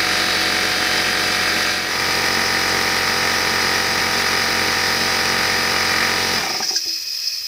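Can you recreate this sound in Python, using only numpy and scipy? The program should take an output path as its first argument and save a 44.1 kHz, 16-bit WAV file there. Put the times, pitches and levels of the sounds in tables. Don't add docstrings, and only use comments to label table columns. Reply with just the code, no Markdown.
import sys
import numpy as np
from scipy import signal
from scipy.fft import rfft, irfft
from scipy.io import wavfile
from scipy.ndimage import uniform_filter1d

SR = 44100
rng = np.random.default_rng(int(sys.argv[2]) if len(sys.argv) > 2 else 0)


def pcm_store(signal):
    levels = np.round(np.clip(np.atleast_2d(signal), -1, 1) * 32767)
    wavfile.write(sys.argv[1], SR, levels.astype(np.int16).T)


N = 329427
T = np.arange(N) / SR
FREQS_HZ = np.maximum(np.arange(N // 2 + 1) * SR / N, 1)

# first-tone level/dB, second-tone level/dB
BUZZ_LINES = [(-48, -48), (-42, -40), (-57, -46), (-41, -43), (-44, -39), (-54, -58), (-37, -39),
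              (-56, -46), (-47, -41), (-43, -39), (-38, -36), (-54, -47), (-41, -53), (-46, -47),
              (-46, -42), (-34, -61), (-47, -34), (-44, -50), (-46, -38), (-50, -45), (-49, -37),
              (-44, -41), (-51, -52), (-49, -50), (-50, -45), (-39, -38), (-38, -36), (-39, -35),
              (-39, -41), (-39, -41), (-44, -43), (-39, -38), (-55, -37), (-34, -42), (-34, -39),
              (-37, -38), (-42, -41), (-37, -39), (-46, -37), (-41, -33), (-36, -39), (-41, -36),
              (-40, -34), (-45, -40), (-43, -35), (-53, -46), (-49, -47), (-36, -45), (-42, -39),
              (-38, -42), (-52, -43), (-43, -43)]
# t/s, width/s, gain/dB
RATTLE_SWELLS = [(.85, .07, 0.7), (2.17, 0.046, -1.3), (2.33, 0.064, 0), (4.65, 0.043, 0.5), (5.0, .07, -2),
                 (5.42, 0.076, 1.4), (6.02, 0.1, 1), (6.28, .09, -3)]
# f/Hz, density/(dB per Hz)
CLATTER_SPECTRUM = [(2200, -84), (2480, -58.5), (2720, -79), (2950, -62.5), (3300, -71.5), (3950, -67.5),
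                    (4500, -66.5), (5050, -63), (5450, -75), (5620, -57), (5900, -75), (6120, -68.5),
                    (6600, -81), (10000, -78.5), (13000, -92)]
# crank order, first-tone level/dB, second-tone level/dB
WHINE_LINES = [(57, -40, -48), (58, -50, -45), (63, -44, -50), (64, -50, -47), (68, -45, -51),
               (78, -42, -49), (79, -42, -50), (83, -43, -46), (84, -40.5, -47), (86, -40.5, -47),
               (87, -46, -42), (92, -43, -48), (93, -46, -42), (96, -39, -47), (103, -42, -43),
               (105, -45, -41), (106, -36, -44), (107, -40, -39), (109, -45, -40), (123, -48, -45)]
# crank order, t/s, width/s, gain/dB
WHINE_LINE_SWELLS = [(84, .3, .36, 6), (86, .3, .36, 5.5), (96, .36, .13, 6.5), (96, .72, .24, 4),
                     (68, .88, .42, 8)]
# f/Hz, first-tone density/(dB per Hz), second-tone density/(dB per Hz)
RUSH_SPECTRA = [(30, -74, -76), (165, -65.5, -65), (250, -59.5, -59.5), (390, -59, -60), (530, -55.5, -56),
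                (650, -61, -62.5), (1030, -64.5, -62), (1540, -57.5, -60), (1970, -52.5, -54),
                (2330, -57.5, -57), (2630, -55, -58.5), (2740, -64, -64.5), (3230, -63, -65.5),
                (4050, -60.5, -61), (4660, -58, -62.5), (4970, -56, -55.5), (5400, -63, -64.5),
                (5590, -60, -56), (5860, -66, -71), (6040, -63.5, -59.5), (6370, -67, -69),
                (6950, -74, -74.5), (10500, -72.5, -74), (11500, -83, -82), (13300, -73.5, -74.5),
                (15200, -78.5, -76.5)]
# f/Hz, level/dB, t60/s
TANK_MODES = [(105, -18, 0.042), (190, -15, 0.028), (326, -11.5, 0.37), (356, 0, 0.051), (415, 0, 0.053),
              (572, -17, .25), (744, -2, 0.19), (800, 0, 0.067), (930, 5, 0.044), (1210, 12, 0.031),
              (1830, -16, .28)]
# f/Hz, density/(dB per Hz)
CHUG_SPECTRUM = [(30, -53), (100, -42), (380, -26), (600, -37), (780, -19), (1000, -46), (1250, -35),
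                 (2000, -47), (3500, -68)]
# t/s, level/dB, cutoff/Hz
PISTON_REBOUNDS = [(6.727, -14.5, 430), (6.851, -9, 300)]
# t/s, level/dB, f/Hz
DRIVE_CLACKS = [(6.6268, -17, 1630), (6.759, -18.5, 1615)]
# f/Hz, width/Hz, level/dB
OUTLET_MODES = [(1966, 74, -55), (2520, 85, -43), (3260, 75, -52), (4410, 110, -37), (4790, 70, -40),
                (5054, 137, -26.5), (5267, 110, -30.5), (5594, 160, -34.5), (6170, 47, -44),
                (8070, 160, -52), (10700, 220, -57), (14900, 300, -49)]
# f/Hz, density/(dB per Hz)
HISS_SPECTRUM = [(100, -99), (800, -92), (1300, -83), (2200, -75.5), (3600, -77.5), (4300, -69.5),
                 (5400, -72), (6250, -72), (6470, -82), (6800, -73.5), (7200, -85), (9000, -85.5),
                 (11200, -84.5), (11900, -88), (12200, -77), (13500, -79), (15000, -77), (15600, -84)]
# t/s, width/s, gain/dB
LEAK_SWELLS = [(1.98, 0.054, 1.5), (4.65, 0.039, 4), (4.9, 0.1, 4.5)]
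# peak t/s, level/dB, rise/s, fall/s
UNLOADER_PUFFS = [(6.71, -25.5, 0.2, 0.14), (6.765, -22, 0.0099, 0.014)]
# f/Hz, level/dB
SIDE_SPECTRUM = [(100, -21), (500, -23), (1200, -23.5), (2200, -21.5), (5000, -21.5), (8500, -16.5)]
# f/Hz, density/(dB per Hz)
ROOM_SPECTRUM = [(25, -111), (55, -98), (90, -79), (160, -96), (400, -86), (800, -99), (8000, -110)]
# f/Hz, level/dB
ROOM_HUM = [(576.0, -65.5)]

START_HZ, SAG_HZ_PER_S, SECOND_DROP_HZ = 46.18, .047, .57
CROSSFADE_S, CROSSFADE_WIDTH_S = 1.9, .019
DIP_S, DIP_WIDTH_S, DIP_DB = 1.873, .11, -4.5
CUT_S, COAST_S = 6.36, .434
COAST_EXP, LOUDNESS_EXP, SLACK_EXP = 1.4, .77, 2.6
PUMP_DB, WHINE_FIRST_DB, WHINE_DB_PER_S = -.07, 1, .5
STROKE_DB, STROKE_CUTOFF_HZ, STROKE_RISE_S, REBOUND_RISE_S = -19.5, 7040, .0037, .008
LEAK_FIRST_DB, LEAK_SECOND_DB, LEAK_REST_DB = -27, -5.5, .45
LOWPASS_HZ = 15550


def pump(blend, pace, turns):
    turns = turns + (.00034 + .00035 * blend) * walk(17)
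    drive = pace ** SLACK_EXP
    rattle = undb(swells_db(RATTLE_SWELLS))
    air = pulsing_air(turns, rattle)
    out = drive ** 2 * motor_whine(turns, blend)
    for tone, share in enumerate([1 - blend, blend]):
        buzz = piston_buzz(turns, np.array(BUZZ_LINES)[:, tone], rattle)
        valves = valve_clatter(turns)
        rush = undb(-.5) * colour(air, np.array(RUSH_SPECTRA)[:, [0, tone + 1]])
        out += np.sqrt(share) * (drive * buzz + drive ** 2 * valves + rush)
    return out * pace ** LOUDNESS_EXP * undb(PUMP_DB + DIP_DB * swell(DIP_S, DIP_WIDTH_S))


def crank_motion():
    blend = .5 + .5 * np.tanh((T - CROSSFADE_S) / CROSSFADE_WIDTH_S)
    pace = np.clip(1 - (T - CUT_S) / COAST_S, 0, 1) ** COAST_EXP
    speed_hz = (START_HZ - SAG_HZ_PER_S * T - SECOND_DROP_HZ * blend) * pace
    turns = np.cumsum(speed_hz) / SR - .21
    return blend, pace, turns


def piston_buzz(turns, levels_db, rattle):
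    low, middle = np.arange(1, 24), np.arange(24, len(levels_db) + 1)
    hum = crank_wave(turns, low, undb(levels_db[low - 1]), lambda turn: np.sqrt(knock(turn)), passes=3)
    hum *= undb(.5 * walk(20))
    blows = crank_wave(turns, middle, undb(levels_db[middle - 1]), knock, passes=5)
    return hum + blows * rattle * undb(.72 * walk(30))


def knock(turns):
    return 1 + 2 * gate(turns, 0, .09) + .35 * gate(turns, .33, .1)


def valve_clatter(turns):
    crank_hz = START_HZ - SECOND_DROP_HZ
    orders = np.setdiff1d(np.arange(len(BUZZ_LINES) + 1, 300), [row[0] for row in WHINE_LINES])
    gains = spectrum_at(orders * crank_hz, CLATTER_SPECTRUM) * np.sqrt(crank_hz)
    gains *= undb(.69 * rng.standard_normal(len(orders)))
    jittered = turns + .00072 * walk(50)
    return crank_wave(jittered, orders, gains, valve_surge, passes=1) * undb(2.1 * walk(50))


def valve_surge(turns):
    return 1 + .59 * gate(turns, 0, .11) + .47 * gate(turns, .63, .091)


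def pulsing_air(turns, rattle):
    mid_share = 1 / (1 + (np.log2(FREQS_HZ / 1400) / .85) ** 4)
    shaken = rfft(unit(noise() * knock(turns) ** .62) * rattle)
    blown = rfft(unit(noise() * valve_surge(turns)))
    air = irfft(shaken * np.sqrt(mid_share) + blown * np.sqrt(1 - mid_share), N)
    return early_echoes(air * undb(.5 * walk(27.2)), wet_db=-4)


def motor_whine(turns, blend):
    level_db = (1 - blend) * WHINE_FIRST_DB + blend * WHINE_DB_PER_S * (T - CROSSFADE_S)
    flutter = .09 + .18 * blend
    out = 0
    for order, first_db, second_db in WHINE_LINES:
        swell_db = swells_db(row[1:] for row in WHINE_LINE_SWELLS if row[0] == order)
        phase = 2 * np.pi * (order * turns % 1 + rng.random()) + flutter * walk(15)
        line = np.sin(phase) * (1 + flutter * walk(15))
        out += line * undb(first_db + blend * (second_db - first_db) + swell_db)
    return np.sqrt(2) * out * undb(level_db)


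def run_down(pace, turns):
    strokes = []
    for i in np.flatnonzero((np.diff(np.floor(turns)) > 0) & (T[:-1] > CUT_S)):
        slack_db = 20 * np.log10(1 - pace[i] ** SLACK_EXP)
        strokes.append((T[i], STROKE_DB + slack_db, STROKE_CUTOFF_HZ * pace[i], STROKE_RISE_S))
    strokes += [(*row, REBOUND_RISE_S) for row in PISTON_REBOUNDS]
    tank, gusts, t = np.zeros(N), np.zeros(N), T[:SR // 4]
    for start_s, stroke_db, cutoff_hz, rise_s in strokes:
        push = lambda hz: undb(stroke_db) / (1 + (hz / cutoff_hz) ** 3)
        gust = np.exp(-t / .014) * (1 - np.exp(-t / rise_s))
        add(gusts, start_s, gust * undb(-2.5) * push(1000))
        for hz, db, t60_s in TANK_MODES:
            mode = ring(hz * (1 + .0073 * rng.standard_normal()), t60_s, rise_s)
            add(tank, start_s + .00248 * rng.random(), mode * undb(db - 5.5) * push(hz))
    chugs = colour(noise() * gusts, CHUG_SPECTRUM)
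    return early_echoes(tank + chugs + drive_clacks(), wet_db=-9, t60_s=.2)


def drive_clacks():
    out = np.zeros(N)
    for start_s, db, hz in DRIVE_CLACKS:
        clack = ring(hz, t60_s=.023, rise_s=.0032) + .2 * ring(hz * 1.2, t60_s=.025, rise_s=.002)
        add(out, start_s, clack * undb(db + 7.5))
    return out


def escaping_air(blend, pace):
    running_db = LEAK_FIRST_DB + blend * (LEAK_SECOND_DB - LEAK_FIRST_DB) + swells_db(LEAK_SWELLS)
    leak_db = pace * running_db + (1 - pace) * LEAK_REST_DB
    puffs = sum(undb(db) * np.exp(-np.maximum((at_s - T) / rise_s, (T - at_s) / fall_s))
                for at_s, db, rise_s, fall_s in UNLOADER_PUFFS)
    jet = unit(noise() * undb(1.8 * walk(110) + walk(15)))
    spray = unit(noise() * undb(walk(90)))
    hiss = colour(early_echoes(spray, wet_db=.5), HISS_SPECTRUM)
    leak = (resonate(jet, OUTLET_MODES) + hiss) * undb(leak_db)
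    return leak + resonate(jet, [(5500, 590, 0)]) * puffs


def early_echoes(x, wet_db, t60_s=.081, count=40):
    lags_s = rng.uniform(.001, .035, count)
    taps = rng.standard_normal(count) * undb(-60 * lags_s / t60_s)
    response = np.zeros(SR // 10)
    response[(lags_s * SR).astype(int)] = undb(wet_db) * taps / np.linalg.norm(taps)
    response[0] = 1
    return signal.fftconvolve(x, response / np.linalg.norm(response))[:N]


def stereo_width(x, t60_s=.15):
    t = T[:SR // 4]
    smear = rng.standard_normal(len(t)) * undb(-60 * t / t60_s)
    side = signal.fftconvolve(x * walk(20), smear / np.linalg.norm(smear))[:N]
    return irfft(rfft(side) * spectrum_at(FREQS_HZ, SIDE_SPECTRUM), N)


def garage():
    hum = sum(np.sqrt(2) * undb(db) * np.sin(2 * np.pi * hz * T) for hz, db in ROOM_HUM)
    return colour(noise(), ROOM_SPECTRUM) + hum


def crank_wave(turns, orders, gains, shape, passes, size=4096):
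    envelope = shape(np.arange(size) / size)
    magnitudes = np.zeros(size)
    magnitudes[orders] = gains
    cycle = np.exp(2j * np.pi * rng.random(size))
    for _ in range(passes):
        shaped = envelope * np.exp(1j * np.angle(cycle))
        cycle = np.fft.ifft(magnitudes * np.exp(1j * np.angle(np.fft.fft(shaped))))
    cycle = cycle.real * size * np.sqrt(2)
    return np.interp(turns % 1 * size, np.arange(size + 1), np.append(cycle, cycle[0]))


def ring(hz, t60_s, rise_s):
    t = T[:SR]
    envelope = np.exp(-np.log(1000) * t / t60_s) * (1 - np.exp(-(t / rise_s) ** 2))
    return np.sin(2 * np.pi * hz * t) * envelope


def resonate(x, modes):
    response = 0
    for hz, width_hz, db in modes:
        pole = 1 / (1 + 1j * (FREQS_HZ - hz) / (.75 * width_hz))
        response += pole ** 2 * undb(db) * np.sqrt(SR / (np.pi * .75 * width_hz))
    return irfft(rfft(x) * response, N)


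def colour(x, points):
    return irfft(rfft(x, N) * spectrum_at(FREQS_HZ, points) * np.sqrt(SR / 2), N)


def spectrum_at(hz, points):
    points_hz, db = np.transpose(points)
    return undb(np.interp(np.log(hz), np.log(points_hz), db))


def gate(turns, at, width):
    return np.exp(-(((turns - at + .5) % 1 - .5) / width) ** 2)


def swell(at_s, width_s):
    return np.exp(-((T - at_s) / width_s) ** 2)


def swells_db(rows):
    return sum(db * swell(at_s, width_s) for at_s, width_s, db in rows)


def walk(rate_hz):
    times_s = np.arange(0, T[-1] + 1, 1 / (10 * rate_hz))
    steps = rng.standard_normal(len(times_s))
    smooth = uniform_filter1d(uniform_filter1d(steps, size=5), size=5)
    return unit(np.interp(T, times_s, smooth))


def add(out, start_s, sound):
    part = out[int(start_s * SR):][:len(sound)]
    part += sound[:len(part)]


def noise():
    return rng.standard_normal(N)


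def unit(x):
    return x / np.std(x)


def undb(db):
    return np.exp(np.asarray(db) * (np.log(10) / 20))


def scene():
    blend, pace, turns = crank_motion()
    machine = pump(blend, pace, turns) + run_down(pace, turns) + escaping_air(blend, pace)
    side = stereo_width(machine)
    return machine + garage() + np.array([side, -side])


def record(dry):
    return signal.sosfiltfilt(signal.ellip(10, .05, 60, LOWPASS_HZ, fs=SR, output="sos"), dry)


dry = scene()
out = record(dry)
pcm_store(out)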